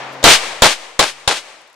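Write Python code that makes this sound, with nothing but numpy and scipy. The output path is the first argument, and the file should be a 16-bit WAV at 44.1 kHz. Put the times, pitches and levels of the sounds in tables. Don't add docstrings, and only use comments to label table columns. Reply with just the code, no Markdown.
import sys
import numpy as np
from scipy import signal
from scipy.fft import rfft, irfft
from scipy.io import wavfile

SR = 44100
rng = np.random.default_rng(int(sys.argv[2]) if len(sys.argv) > 2 else 0)


def voltage_ratio(decibels):
    exponent = np.asarray(decibels, float) / 20
    return 10 ** exponent


def output_pcm(signal):
    pcm = np.clip(np.atleast_2d(signal).T, -1, 1) * 32767
    wavfile.write(sys.argv[1], SR, np.round(pcm).astype(np.int16))


N = 77175

# t/s, blast level/dB, recorder gain settled to/dB
SHOTS = [
    (0.2401, 2.5, 10.5),
    (0.6208, 0.5, 2.5),
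    (0.9919, -1, -1),
    (1.2755, -2.5, 2),
]
# delay t/s, level/dB, pulse width/s
FRAME_ECHOES = [
    (.0022, -18.5, 0.001),
    (.0052, -21.5, .0008),
    (.0145, -10.5, .0006),
    (.0285, -7.5, .001),
    (.0365, 1.5, .0004),
    (.0410, -7.5, .0011),
    (.0421, -6, 0.0007),
]
# delay t/s, level/dB, half width/s
FRAME_ROWS = [
    (.003, 6, .003),
    (.013, 0, .003),
    (.021, -3.5, .002),
    (.027, -7, 0.0013),
    (0.031, -17.5, .002),
    (.037, -1, 0.0025),
    (0.043, -11, 0.00072),
]
# f/Hz, level/dB per Hz
FRAME_SPECTRUM = [(35, -42), (60, -22), (192, -12), (751, -1.5), (2810, -7.5), (3610, -2), (5960, -9.5),
                  (9190, -13), (13800, -41.5)]
BANK_SPECTRUM = [(35, -69), (60, -39), (201, -20), (316, -13), (686, -9.5), (881, -9.5), (3150, -5),
                 (8990, -14.5), (13800, -34)]
TREE_SPECTRUM = [(59, -52), (100, -22), (182, -26), (554, -8), (948, -7.5), (1460, -11), (2210, -8.5),
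                 (8620, -20.5), (13800, -42.5)]
# f/Hz, level/dB per Hz
AIR_SPECTRUM = [(35, -51), (60, -31), (201, -10.5), (751, 1.5), (5960, -19.5), (11800, -40.5), (13800, -71)]
WIND_SPECTRUM = [(15, -6), (40, 2), (110, -4), (200, -22)]
# f/Hz, likeness/1
DIFFUSE_LIKENESS = [(60, -0.34), (230, 1), (900, 0.73), (3470, 0.33), (13400, -0.05)]
CLOSE_LIKENESS = [(60, 0.68), (230, 0.66), (900, 0.88), (3470, 0.59), (13400, 0.092)]
# f/Hz, left minus right level/dB
LEAN = [(60, 2), (230, 2.5), (900, 2), (3470, 3.5), (13400, -2)]
# multiple of the fundamental/1, level/dB
ENGINE_HARMONICS = [(1, -74.5), (2, -77.5), (4, -78)]
# t/s, level/dB
ENGINE_SWELL = [(0, 2.5), (.2, 4.5), (.5, 10), (.62, 3), (.76, -17), (.9, -9), (.95, 3), (1.1, 17),
                (1.75, -10)]
# t/s, level/dB, half length/s
TICKS = [
    (.135, -72, .012),
    (1.618, -52, .002),
    (1.677, -54, .003),
    (1.70, -53, .002),
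    (1.731, -54, .003),
    (1.743, -53, .002),
]

PATTERN_SIZE = 65536


def rms_one(x):
    return x / np.sqrt(np.mean(x ** 2) + 1e-20)


def at_hz(points, hz):
    table = np.array(points)
    return np.interp(np.log(hz + 1), np.log(table[:, 0]), table[:, 1])


def tent(t, peak_s, before_db_s, after_db_s):
    slope = np.where(t < peak_s, before_db_s, -after_db_s)
    return voltage_ratio(slope * (t - peak_s))


def scatter(spectrum, per_s, size, likeness=DIFFUSE_LIKENESS, skew=0):
    impulses = rng.standard_normal((2, size))
    impulses[0] -= skew * rng.exponential(1, size)
    impulses *= rng.random((2, size)) < per_s / SR
    hz = np.arange(size // 2 + 1) * SR / size
    alike = np.clip(at_hz(likeness, hz), 0, .98)
    mid, side = rfft(impulses / impulses.std(axis=1)[:, None]) * voltage_ratio(at_hz(spectrum, hz))
    ears = np.sqrt(1 + alike) * mid + np.sqrt(1 - alike) * side * [[1], [-1]]
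    balance = voltage_ratio(at_hz(LEAN, hz) * [[.5], [-.5]])
    return rms_one(irfft(ears * balance, size))


def moving_air():
    air = voltage_ratio(-61) * scatter(AIR_SPECTRUM, SR, size=N + 1)
    wind = voltage_ratio(-86) * scatter(WIND_SPECTRUM, SR, size=N + 1)
    return (air + wind)[:, :N]


def engine(t):
    fundamental_hz = 134
    wander = .006 * np.cumsum(rng.standard_normal(N)) / 10
    phase = 2 * np.pi * fundamental_hz * t + wander
    tone = sum(voltage_ratio(db) * np.sin(k * phase) for k, db in ENGINE_HARMONICS)
    return voltage_ratio(np.interp(t, *np.transpose(ENGINE_SWELL))) * tone


def gravel_ticks(t):
    bright = scatter([(2000, -17), (5000, 0), (13000, -6)], SR, size=N + 1)[:, :N]
    return bright * sum(voltage_ratio(db) * np.exp(-((t - s) / half_s) ** 2) for s, db, half_s in TICKS)


def dull_knock(t):
    start_s, level_db, ring_hz, t60_s = .2285, -47.5, 594, 0.22
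    u = np.maximum(t - start_s, 0)
    crack = scatter(FRAME_SPECTRUM, 8500, size=N + 1)[:, :N]
    crack = crack * (0.75 + 0.38 * np.exp(-u / 0.0058))
    ring = np.sin(2 * np.pi * ring_hz * u)
    return (ring + crack) * voltage_ratio(level_db - 60 * u / t60_s) * (u > 0)


def reflectors():
    t = np.arange(PATTERN_SIZE) / SR
    skew = 1.2
    rows_db = sum(db * np.exp(-((t - delay) / width) ** 2) for delay, db, width in FRAME_ROWS)
    frames = scatter(FRAME_SPECTRUM, 3000, PATTERN_SIZE, CLOSE_LIKENESS, skew) * voltage_ratio(rows_db)
    banks = scatter(BANK_SPECTRUM, 12000, PATTERN_SIZE, CLOSE_LIKENESS, skew / 2)
    trees = scatter(TREE_SPECTRUM, SR, PATTERN_SIZE)
    return np.array([frames, banks, trees])


def frame_reverberation(t, paths):
    start_db, fall_db_s, end_s, cut_db_s = -5.5, 176, 0.05, 1500
    return voltage_ratio(start_db - fall_db_s * end_s) * tent(t, end_s, -fall_db_s, cut_db_s) * paths


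def bank_reverberation(t, paths):
    start_db, fall_db_s, end_s, cut_db_s = -17, 59, 0.11, 498
    body_hz, body_loss_db_s = 1120, 152
    body = signal.filtfilt(*signal.butter(1, body_hz, fs=SR), paths)
    body_gain = voltage_ratio(-body_loss_db_s * (np.minimum(t, end_s) - 0.0895))
    gain = voltage_ratio(start_db - fall_db_s * end_s) * tent(t, end_s, -fall_db_s, cut_db_s)
    return gain * (paths - body + body * body_gain)


def tree_reverberation(t, paths):
    level_db, peak_s, rise_db_s, fall_db_s = -37.5, 0.22, 26, 46
    leaves_hz, leaves_loss_db_s = 3530, 33
    dull = signal.filtfilt(*signal.butter(1, leaves_hz, fs=SR), paths)
    far = dull + (paths - dull) * voltage_ratio(-leaves_loss_db_s * (t - peak_s))
    return voltage_ratio(level_db) * tent(t, peak_s, rise_db_s, fall_db_s) * far


def muzzle_blast(t):
    level_db, length_s, ring_hz, ring = -11, .0011, 7000, 1.3
    envelope = np.exp(-(t / length_s) ** 2) * (1 - np.exp(-t * SR / 2))
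    return voltage_ratio(level_db) * envelope * (ring * np.cos(2 * np.pi * ring_hz * t) - 1)


def suction_pulse(t, width):
    u = t / width - 3
    return (u ** 2 - 1) * np.exp(-u ** 2 / 2)


def report(paths):
    t = np.arange(paths.shape[2]) / SR
    diffuse = (frame_reverberation(t, paths[0]) + bank_reverberation(t, paths[1])
               + tree_reverberation(t, paths[2]))
    diffuse = diffuse * np.minimum(t / .0018, 1)
    slaps = sum(voltage_ratio(db) * suction_pulse(t - delay + width, width / 3) for delay, db, width in FRAME_ECHOES)
    return diffuse + muzzle_blast(t) + slaps


def gunfire():
    out = np.zeros((2, N + 4 * SR))
    same_paths = 0.61
    fixed = reflectors()
    earlier = (-0.33, -8.5)
    for s, db in [earlier] + [row[:2] for row in SHOTS]:
        paths = same_paths * fixed + np.sqrt(1 - same_paths ** 2) * reflectors()
        shot = report(paths)
        if s < 0:
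            shot = signal.lfilter(*signal.butter(1, 2300, fs=SR), shot)
        i = int((s + 1) * SR)
        out[:, i:i + shot.shape[1]] += voltage_ratio(db) * shot
    out = signal.lfilter(*signal.butter(2, 150, "high", fs=SR), out)
    return out[:, SR:SR + N]


def scene():
    t = np.arange(N) / SR
    left_db = 0.76
    mix = moving_air() + engine(t) + gravel_ticks(t) + dull_knock(t) + gunfire()
    return mix * voltage_ratio(np.array([[left_db], [-left_db]]))


def automatic_gain(dry):
    t = np.arange(N) / SR
    start_db, fall_s = 25.5, 0.093
    gain_db, last = np.full(N, start_db), start_db
    for s, _, settled in SHOTS:
        gain_db = gain_db + (settled - last) * (1 - np.exp(-np.maximum(t - s, 0) / fall_s))
        last = settled
    return dry * voltage_ratio(gain_db)


def limiter(x):
    threshold_db, share, smooth_s = 1, 0.91, 0.0049
    keep = np.exp(-1 / (smooth_s * SR))
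    power = signal.lfilter([1 - keep], [1, -keep], np.mean(x ** 2, axis=0))
    level_db = 10 * np.log10(power + 1e-12)
    return x * voltage_ratio(-share * np.maximum(level_db - threshold_db, 0))


def overload(x, ceiling):
    lopsided, knee = 0.29, 5.2
    x = np.where(x < 0, x * (1 + lopsided), x)
    x = ceiling * x / (1 + np.abs(x) ** knee) ** (1 / knee)
    return np.where(x < 0, x / (1 + lopsided), x)


def top_cut(x):
    return signal.sosfilt(signal.butter(12, 14000, fs=SR, output="sos"), x)


def record(dry):
    ceiling = 1.127
    x = limiter(automatic_gain(dry) / ceiling)
    x = overload(x, ceiling)
    x = signal.sosfilt(signal.cheby2(16, 55, 14900, fs=SR, output="sos"), x)
    x = signal.lfilter(*signal.butter(1, 1.7, "high", fs=SR), x)
    mix = np.clip(x, -.99, .99)
    return top_cut(mix)


dry = scene()
out = record(dry)
output_pcm(out)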